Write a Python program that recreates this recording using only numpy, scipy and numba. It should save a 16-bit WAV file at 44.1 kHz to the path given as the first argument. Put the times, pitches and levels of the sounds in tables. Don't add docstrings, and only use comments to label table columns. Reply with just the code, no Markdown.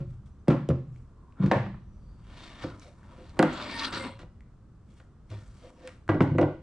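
import sys
import numpy as np
from scipy import signal
from scipy.fft import rfft, irfft, next_fast_len
from scipy.io import wavfile
from scipy.ndimage import uniform_filter1d, minimum_filter1d, map_coordinates
from numba import njit

SR = 44100
rng = np.random.default_rng(int(sys.argv[2]) if len(sys.argv) > 2 else 0)


def transcribe(signal):
    frames = np.atleast_2d(signal).T
    limited = np.clip(frames, -1, 1)
    pcm = np.round(limited * 32767).astype(np.int16)
    wavfile.write(sys.argv[1], SR, pcm)


N = 291942

# f/Hz, level/dB, nominal time to fade by 60 dB/s
DOOR_MODES = [(102.86, -7.5, 0.42), (151.7, 2, 0.48), (198, -2.5, 0.6), (257.4, -4, 0.53),
              (296.8, -0.5, 0.89), (336.7, 4.5, 0.27), (390, -6.5, 0.55), (508.3, 4, 0.5),
              (625, -3.5, 0.32), (697, 2, 0.53), (946, -10.5, 0.33), (1176, -7.5, 0.089), (1445, -13, 0.11),
              (1590, -12.5, 0.1), (1935, -18, 0.24), (2260, -25.5, 0.39), (2817, -30, 0.054)]
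# f/Hz, likeness/0-1
NEAR_LIKENESS = [(100, 1), (700, 0.93), (2000, 0.83), (5000, 0.73), (10000, 0.71)]


def mallet_blows():
    # t/s, strength/dB, f/Hz, dullness/dB per octave, boom/dB, click/dB, freedom to ring/0-1, bite/dB
    hits = [(0.0014, -29.5, 162, 10, -34.5, -24, 0.75, -2.5), (0.474, -22.5, 250, 14, -44, -22, 0, 13),
            (0.481, 5, 243, 15, -8, -5.5, 0.2, 3), (0.5, -6.5, 314, 12.5, -38, -20.5, 0.57, 5),
            (0.688, -3, 266, 14.5, -14.5, 0, 0.2, -10.5), (0.701, -7.5, 280, 16, -8, -10, 0.29, 3.5),
            (0.722, -22.5, 318, 28, -29, -8, 0.1, -2), (0.87, -36, 157, 17, -27.5, -13, 0.46, -10)]
    # f/Hz, level/dB, nominal fade time/s
    modes = [(81.6, -21.5, 0.75), (125.6, -8, 1), (150, 0.5, 0.18), (201, -3.5, 0.082), (264, -6, 0.14),
             (293, -12.5, 0.17), (347.6, -8.5, 0.24), (545, 3, 0.14), (565, -14.5, 0.16), (620, -27, 0.36),
             (1073, -18.5, 0.15), (1338, -16.5, 0.44), (1710, -33, 0.2)]
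    return knocks(hits, modes, soft_s=0.0036, ring_db=2.5, crack_db=18.5, click_db=15.5,
                  wet_db=-4.5, bend=0.72)


def mallet_laid_down():
    hits = [(1.398, -19, 193, 13, -25, 24.5, 0.46, 5.5), (1.435, -11.5, 235, 12.6, -16.5, 4, 0.33, -3.5),
            (1.46, -25, 189, 2.6, -8, 7, 0.074, -3.5), (1.513, -1, 548, 6.96, -31.5, 18, 0.13, -4),
            (1.556, -20, 179, 29, -17, -4, 0.45, 2), (1.662, -26.5, 176, 5.1, -33, -18, 0.13, 8),
            (1.74, -39, 171, 7.5, -32, -15, 0.37, 19)]
    # f/Hz, level/dB, nominal fade time/s
    modes = [(114.7, -3, 0.31), (142.4, 5.5, 0.17), (197.4, 0, 5.0), (282, -5, 0.24), (343, -4.5, 5.0),
             (518, -2.5, 0.33), (604, -10, 0.043), (670, -4.5, 0.069), (890, -18, 0.08), (1320, -14, 0.2),
             (1760, -18, 0.23)]
    return knocks(hits, modes, soft_s=0.0013, ring_db=0.5, crack_db=18.5, click_db=-20.0,
                  wet_db=-2.0, bend=1.23)


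def door_bumps():
    hits = [(2.638, -23.5, 420, 7.9, -20.5, -5, 0.36, -16), (3.391, -7, 295, 6.33, -49, 17, 0.42, 5.5),
            (3.426, -13.5, 340, 4.57, -35, 12, 0.3, 4), (3.927, -41.5, 202.6, 0.67, -28, 5, 0.88, 1),
            (4.19, -48, 198, 1.1, -60, -12, 0.5, -3), (4.228, -44.5, 497, 5.8, -40.5, -9, 0.35, -3.5),
            (4.999, -54, 522, 4, -51, -5.5, 0.32, 3), (5.302, -54.5, 433, 2.1, -28, 11.5, 1, -15),
            (5.312, -41.5, 480, 8.5, -24.5, 5, 1, -4), (5.874, -50.5, 813, 1.7, -56, 16.5, 0.42, 4.5),
            (6.0895, -14, 343, 6.67, -9.5, -10, 0.59, 5.5), (6.143, -16, 347, 8.6, -28, -16, 0.26, -6),
            (6.205, -3, 182, 6.55, -14, -12, 0.14, 10), (6.217, -16.5, 163, 3.93, -13, -21, 0.39, -4.5),
            (6.313, -22.5, 161, 9.5, -14.5, -6, 0.98, 3), (6.348, -24, 407, 10.2, -47, -1, 0.53, -9.5),
            (6.383, -8.5, 550, 10.45, -19, 12.5, 0.46, -3.5), (6.412, -7, 464, 8.6, -34, 1, 0.18, -17),
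            (6.426, -9, 482, 11, -12, -6, 0.22, -3.5)]
    return knocks(hits, DOOR_MODES, soft_s=.0012, ring_db=-2.0, crack_db=20.5, click_db=8.0,
                  wet_db=-5.0, bend=1.176)


def knocks(hits, modes, soft_s, ring_db, crack_db, click_db, wet_db, bend):
    bands_hz = [100, 150, 220, 330, 500, 750, 1100, 1700, 2600, 4000, 6000]
    upper_hz = np.array(bands_hz[1:])
    bite_shape = np.exp(-(np.log2(upper_hz / 1360) / 0.99) ** 2)
    travel_s, detune = .001, .015
    out, t = np.zeros((2, N)), np.arange(SR // 2) / SR
    hz, level, free_t60 = np.transpose(modes)[..., None]
    mode_db = level - along([(100, -3.0), (700, 6.5), (3000, -32.0)], hz)
    free_t60 = np.minimum(free_t60, 0.85 * (100 / hz) ** 0.85)
    signs = (-1) ** np.arange(len(hz))[:, None]
    onset = 1 - np.exp(-t * hz / 0.29)
    for start, db, pitch_hz, dullness, boom_db, sharp_db, freedom, bite_db in hits:
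        octaves = np.log2(upper_hz / pitch_hz)
        loss_db = np.where(octaves > 0, dullness * abs(octaves) ** bend, -11 * octaves)
        band_db = [boom_db, *(db + bite_db * bite_shape - loss_db)]
        colour = list(zip(bands_hz, band_db))
        loose = np.clip(freedom, .1, 1)
        start_db = mode_db + along(colour, hz) + ring_db + rng.normal(0, 1.5, hz.shape)
        fade_db = 60 * (t / (loose * free_t60)) ** 1.32
        tones = signs * np.sin(2 * np.pi * hz * rng.normal(1, detune, hz.shape) * t)
        ring = (amp(start_db - fade_db) * onset * tones).sum(0)

        crack_fade = 0.37 * amp(-60 * t / 0.025) + 0.22 * amp(-60 * t / (0.28 * loose))
        crack = rng.standard_normal(len(t)) * crack_fade * (1 - np.exp(-t / soft_s))
        crack[0] = 1.5
        push = np.linalg.norm(crack) * (t == 0)
        crack_colour = [(45, boom_db - 14), *colour[:-2],
                        (6000, band_db[-1] - 8), (16000, band_db[-1] - 25)]
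        crack, push = amp(crack_db) * causal(np.array([crack, push]), crack_colour)

        click = rng.standard_normal(len(t)) * amp(-60 * t / .006)
        click = causal(click, [(500, band_db[-3] - 25), *colour[-3:], (16000, band_db[-1] - 6)])
        add(out, start + travel_s, in_workshop(ring + crack, wet_db, send=ring + push))
        add(out, start + travel_s, in_workshop(amp(click_db + sharp_db) * click, wet_db=-11))
    return out


def door_slides():
    # f/Hz, width/Hz, level/dB
    resonances = [(257, 84, 8), (595, 36, -8), (975, 41, -4), (1134, 36, -14), (1380, 280, -7),
                  (1816, 17, -2.5), (2240, 260, -9), (2810, 180, -11.5), (3294, 81, -7.5), (3683, 76, -7.5),
                  (4140, 520, -11.5), (4620, 390, -13.5), (5530, 550, -17)]
    # low f/Hz, high f/Hz
    ranges = [(200, 1200), (1200, 3000), (3000, 6200), (6200, 11000)]
    base_db = [2.5, -0.5, -7, -11.5]
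    grows = [0.9, 1.393, 1.72, 0.86]
    brightens = [-0.09, 0.85, 1.2, 0.78]
    average_db, average_bright_db = -60, -4
    hz, times, spectra = signal.stft(rng.standard_normal((2 * len(ranges) + 2, N)), SR, nperseg=1024)
    at = np.minimum(times * SR, N - 1).astype(int)
    panel = 0.3
    for pitch_hz, width_hz, db in resonances:
        height = amp(db + 4 * wobble(7.0)[at]) * (pitch_hz / 1000) ** .45
        offset_hz = hz[:, None] - pitch_hz * (1 + .011 * wobble(5)[at])
        panel = panel + height / (1 + (2 * offset_hz / (width_hz + 0.021 * pitch_hz)) ** 2)
    grit = signal.istft(spectra * panel, SR, nperseg=1024)[1][:, :N]
    grit *= amp(1.2 * wobble(76) + 1.8 * wobble(400))
    moves, out = list(strokes()), 0
    for k, (low, high) in enumerate(ranges):
        level = 0
        for db, bright_db, treble_db in moves:
            change_db = grows[k] * (db - average_db) + brightens[k] * (bright_db - average_bright_db)
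            level = level + amp(average_db + base_db[k] + change_db + (low >= 3000) * treble_db)
        band = lambda f: 1 / np.hypot(1, (low / (f + 1)) ** 4) / np.hypot(1, (f / high) ** 4)
        out = out + level * unit(filtered(stereo(grit[2 * k:2 * k + 2], NEAR_LIKENESS), band))
    out = out + scrape_and_hiss(hz, times, spectra[-2:], panel)
    return out * amp([[.7], [-.7]])


def strokes():
    # start t/s, peak t/s, end t/s, strength/dB, brightness/dB
    rubs = [(0.062, 0.108, .2, -80, 12.5), (0.255, 0.261, .31, -81, 17), (0.885, 0.97, 1.08, -86, 17.5),
            (1.39, 1.445, 1.53, -41, -22.5), (1.85, 2.052, 2.3, -72, -5.5), (2.235, 2.436, 2.7, -53, -3.5),
            (2.553, 2.629, 2.8, -50, -9.5), (2.782, 2.826, 2.97, -69.5, 12.5),
            (2.89, 3.12, 3.2, -60.5, -12.5), (3.057, 3.284, 3.45, -59.5, -5.5),
            (3.35, 3.407, 3.41, -44, -27), (4.16, 4.216, 4.26, -53.5, -12.5),
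            (4.856, 4.913, 4.99, -79.5, 14), (4.93, 4.983, 5.08, -77, 11.5), (5.283, 5.32, 5.5, -62.5, 2.5),
            (5.3, 5.515, 5.75, -79.5, 14.5), (5.538, 5.66, 5.74, -63.5, 1.5),
            (5.732, 5.864, 6.0, -59, -2.5)]
    # t/s, strength/dB, brightness/dB
    slide = [(3.471, -48.5, -9), (3.57, -41.5, -14), (3.7, -40.5, -14.5), (3.78, -43, -9.5),
             (3.849, -39.5, -6), (3.876, -39, -13), (3.915, -47, -12.5), (3.933, -43.5, -2.5),
             (3.99, -44, -8), (4.069, -40, -16.5), (4.11, -47, -17), (4.177, -70.5, 7)]
    for start, peak, end, db, bright_db in rubs:
        yield db + swell(start, peak, end), bright_db, 0
    t = np.arange(N) / SR
    times, db, bright_db = np.transpose(slide)
    treble_db = -9
    yield np.interp(t, times, db, -200, -200), np.interp(t, times, bright_db), treble_db


def scrape_and_hiss(hz, times, spectra, panel):
    # t/s, scrape f/Hz, scrape level/dB, hiss f/Hz, hiss level/dB (levels are relative)
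    path = [(3.46, 2930, -60, 6900, -97), (3.53, 3400, -49, 6950, -58), (3.7, 3460, -42.5, 7640, -68),
            (3.756, 3700, -43, 8900, -56), (3.8, 3920, -37.5, 8750, -63), (3.845, 3960, -36.5, 9070, -55),
            (3.884, 3600, -45, 8850, -60.5), (3.92, 3300, -71, 7500, -60), (3.926, 3700, -41.5, 7500, -67),
            (3.95, 3600, -37.5, 8100, -61), (3.998, 3530, -47, 8160, -54), (4.044, 2960, -48.5, 8100, -54),
            (4.17, 3020, -68, 8160, -80)]
    path_s, scrape_hz, scrape_db, hiss_hz, hiss_db = np.transpose(path)
    t, out = np.arange(N) / SR, 0
    for centre_hz, db, width_octaves in (scrape_hz, scrape_db, 0.44), (hiss_hz, hiss_db, .12):
        octaves = np.log2((hz[:, None] + 1) / np.interp(times, path_s, centre_hz))
        treble_tail = amp(-15.5) * (octaves > 0)
        shape = panel * (np.exp(-(octaves / width_octaves) ** 2 / 2) + treble_tail)
        shape /= np.sqrt(np.mean(shape ** 2, 0))
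        band = signal.istft(spectra * shape, SR, nperseg=1024)[1][:, :N]
        slips = amp(2.3 * wobble(45) + 3 * wobble(300))
        level = amp(np.interp(t, path_s, db, -200, -200) - 0.5)
        out = out + level * stereo(slips * band, NEAR_LIKENESS)
    return out


def door_singing():
    # start t/s, peak t/s, end t/s, level/dB, f/Hz
    notes = [(3.53, 3.623, 3.72, -46, 1180), (3.582, 3.66, 3.78, -47.5, 591),
             (3.682, 3.805, 3.92, -43, 919), (3.7, 3.773, 3.92, -41, 1827), (3.76, 3.821, 3.9, -41.5, 1130),
             (3.916, 3.96, 4.13, -45, 964), (3.93, 3.996, 4.14, -41.5, 544),
             (3.963, 4.03, 4.12, -46.5, 2100)]
    width_hz = 45
    return fuzzy_tones([(*note, width_hz) for note in notes])


def edge_drags():
    # start t/s, peak t/s, end t/s, level/dB, favoured f/Hz
    drags = [(2.262, 2.436, 2.62, -60, 620), (2.823, 2.88, 2.93, -50, 570), (3.093, 3.12, 3.19, -60, 520),
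             (3.18, 3.182, 3.3, -50, 390), (5.288, 5.33, 5.45, -54.5, 390), (5.612, 5.65, 5.73, -47.5, 476),
             (5.788, 5.856, 5.91, -46, 505)]
    modes = lambda f: sum(
        (-1) ** k * amp(db) * 1j * f * (3.6 / t60 + 12) / (hz * hz - f * f + 1j * f * (2.0 / t60 + 12))
        for k, (hz, db, t60) in enumerate(DOOR_MODES))
    grit = rng.standard_normal(N) * amp(1.2 * wobble(150))
    ringing, out = filtered(grit, modes), 0
    for start, peak, end, db, hz in drags:
        favour = lambda f: amp(-26 * abs(np.log2((f + 1) / hz))) + amp(-18) * (f > hz)
        out = out + amp(db + swell(start, peak, end)) * unit(filtered(ringing, favour))
    return in_workshop(out, wet_db=-14)[:, :N]


def ticks():
    # t/s, level/dB, f/Hz
    touches = [(0.961, -49.5, 2240), (1.324, -52.5, 2570), (2.628, -35, 3000), (2.797, -37, 6200),
               (3.031, -46.5, 1610), (3.2947, -43, 4470), (3.9425, -37.5, 4120), (3.9726, -36, 4200),
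               (4.002, -40, 4100), (4.4071, -45, 2040), (5.3687, -49, 1760), (5.479, -47, 7750),
               (5.875, -35, 8300), (5.875, -49, 3000), (5.892, -39, 2230), (6.079, -32.5, 1540)]
    out, t = np.zeros((2, N)), np.arange(SR // 20) / SR
    for start, db, hz in touches:
        tone = np.sin(2 * np.pi * hz * t) * amp(-60 * t * hz / 14)
        puff = 0.13 * rng.standard_normal(len(t)) * amp(-60 * t / 0.019)
        add(out, start, in_workshop(amp(db) * (tone + puff), wet_db=-5.0))
    return out


def faint_tones():
    # start t/s, peak t/s, end t/s, level/dB, f/Hz, width/Hz
    tones = [(1.004, 1.339, 1.35, -64, 1035, 257), (1.795, 1.94, 2.14, -82.5, 5840, 496),
             (1.925, 2.126, 2.4, -77.5, 4620, 450)]
    return fuzzy_tones(tones)


def squeaks():
    # start t/s, end t/s, first f/Hz, last f/Hz
    glides = [(.28, .375, 5700, 6150), (.385, .425, 6300, 5900), (.42, .45, 6000, 7300),
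              (.86, .9, 6700, 7450), (.905, .975, 6900, 7200), (.915, .955, 5300, 5500),
              (.965, 1.012, 5400, 4550), (1.012, 1.03, 7100, 6500)]
    out, waver = np.zeros((2, N)), wobble(50)
    for start, end, first_hz, last_hz in glides:
        size = round((end - start) * SR)
        shake = waver[round(start * SR):][:size]
        hz = np.linspace(first_hz, last_hz, size) * (1 + .006 * shake)
        level = amp(-84 + 2 * shake) * np.hanning(size) ** .5
        add(out, start, (level * np.sin(2 * np.pi * np.cumsum(hz) / SR))[None])
    return out


def room_tone():
    # t/s, level/dB
    rumble_levels = [(0.0, -40.5), (0.6, -53.5), (0.9, -48), (1.499, -53.5), (1.801, -44), (2.9, -50),
                     (3.3, -47), (3.999, -47), (5.071, -52.5), (5.48, -46), (5.769, -57), (6.29, -42.5),
                     (6.62, -48)]
    # f/Hz, relative level/dB
    rumble_colour = [(12, -20), (20, -5), (54, -1.5), (81, -3.5), (113, -4.5), (216, -14), (390, -71),
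                     (660, -120)]
    # f/Hz, relative level/dB
    hum_colour = [(120, -22.5), (200, -5.5), (292, -11), (362, -13.5), (464, -18), (667, -23), (928, -24.5),
                  (1190, -22), (1860, -34.5), (2260, -39.5), (7550, -44.5), (10300, -45), (13400, -69),
                  (22000, -120)]
    rumble_db = np.interp(np.arange(N) / SR, *np.transpose(rumble_levels))
    rumble = amp(rumble_db + 0.22 * wobble(31)) * room_noise(rumble_colour)
    hum = amp(-60.5 + 0.39 * wobble(0.88)) * room_noise(hum_colour)
    return rumble + hum


def room_noise(colour):
    # f/Hz, likeness/0-1
    likeness = [(100, 0.98), (300, 0.91), (700, 0.71), (1500, 1), (5000, 0.29), (10000, 0.24)]
    noise = stereo(rng.standard_normal((2, N)), likeness)
    return unit(filtered(noise, lambda hz: amp(along(colour, hz))))


def in_workshop(x, wet_db, send=None):
    # f/Hz, time to fade by 60 dB/s
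    fade_times = [(100, 0.54), (400, 0.27), (1500, 0.37), (4000, 0.53), (9000, 0.36)]
    # f/Hz, likeness/0-1
    likeness = [(100, 1), (500, 0.97), (1500, 0.64), (5000, .4)]
    # f/Hz, level/dB
    wall_colour = [(200, -1.5), (1000, 3), (3000, -2), (8000, -2)]
    size = SR * 2 // 3
    hz, t, spectra = signal.stft(rng.standard_normal((2, size)), SR, nperseg=256)
    fade = amp(-60 * t / along(fade_times, hz)[:, None])
    tail = signal.istft(spectra * fade, SR, nperseg=256)[1][:, :size]
    tail = stereo(tail / np.linalg.norm(tail[0]), likeness)
    tail = filtered(tail, lambda f: amp(along(wall_colour, f)))
    delayed = np.pad(x if send is None else send, (300, 0))
    out = amp(wet_db) * signal.fftconvolve(delayed[None], tail, axes=1)
    out[:, :len(x)] += x
    return out


def fuzzy_tones(rows):
    pair = np.zeros((2, N))
    for start, peak, end, db, hz, width_hz in rows:
        first, last = round((start - .05) * SR), round((end + .05) * SR)
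        t = np.arange(last - first) / SR
        knots = rng.standard_normal((4, int(len(t) * width_hz / SR) + 4))
        curves = np.array([map_coordinates(row, [t * width_hz]) for row in knots])
        phase = 2 * np.pi * hz * t
        tone = unit(curves[::2] * np.cos(phase) + curves[1::2] * np.sin(phase))
        pair[:, first:last] += amp(db + swell(start, peak, end)[first:last]) * tone
    return stereo(pair, NEAR_LIKENESS)


def swell(start, peak, end):
    t = np.arange(N) / SR
    return -16 * np.maximum((peak - t) / (peak - start), (t - peak) / (end - peak)) ** 1.61


def amp(db):
    return 10 ** (np.asarray(db) / 20)


def unit(x):
    return x / np.sqrt(np.mean(x ** 2) + 1e-20)


def along(points, hz):
    f, values = np.transpose(points)
    return np.interp(np.log(hz + 1), np.log(f + 1), values)


def filtered(x, response):
    size = next_fast_len(x.shape[-1] + 8192)
    return irfft(rfft(x, size) * response(np.fft.rfftfreq(size, 1 / SR)), size)[..., :x.shape[-1]]


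def causal(x, points):
    size = next_fast_len(x.shape[-1] + 4096) * 2
    cepstrum = irfft(np.log(amp(along(points, np.fft.rfftfreq(size, 1 / SR)))), size)
    cepstrum[1:size // 2] *= 2
    cepstrum[size // 2 + 1:] = 0
    return irfft(rfft(x, size) * np.exp(rfft(cepstrum)), size)[..., :x.shape[-1]]


def wobble(rate):
    return map_coordinates(rng.standard_normal(int(N * rate / SR) + 4), [np.arange(N) * rate / SR])


def stereo(pair, likeness):
    turn = lambda hz: np.arccos(np.clip(along(likeness, hz), 0, 1)) / 2
    mid, side = filtered(pair, lambda hz: np.array([np.cos(turn(hz)), np.sin(turn(hz))]))
    return np.array([mid + side, mid - side])


def add(out, start, sound):
    part = out[:, round(start * SR):][:, :sound.shape[1]]
    part += sound[:, :part.shape[1]]


@njit
def held(level, fall):
    out = level.copy()
    for i in range(1, len(out)):
        out[i] = max(out[i], out[i - 1] * fall)
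    return out


def limiter(x, knee_db, slope, fall_db_per_s, smooth_s):
    level = held(np.abs(x).max(0), float(amp(-fall_db_per_s / SR)))
    gain = (1 + (level / amp(knee_db)) ** 2) ** (-slope / 2)
    size = int(smooth_s * SR)
    return x * uniform_filter1d(minimum_filter1d(gain, size), size)


def scene():
    return (mallet_blows() + mallet_laid_down() + door_bumps() + ticks() + door_slides() + edge_drags()
            + faint_tones() + door_singing() + squeaks() + room_tone())


def record(dry):
    # f/Hz, level/dB
    treble_loss = [(8500, -2), (10400, -11), (11500, -16.5), (15000, -36)]
    left_late_s, top_hz = .000024, 15700
    limited = limiter(dry, knee_db=-8.5, slope=0.45, fall_db_per_s=170.0, smooth_s=0.0016)
    delay = lambda hz: np.exp(-2j * np.pi * hz * np.array([[left_late_s], [0]]))
    return filtered(limited, lambda hz: delay(hz) * amp(along(treble_loss, hz)) * (hz < top_hz))


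dry = scene()
out = record(dry)
transcribe(out)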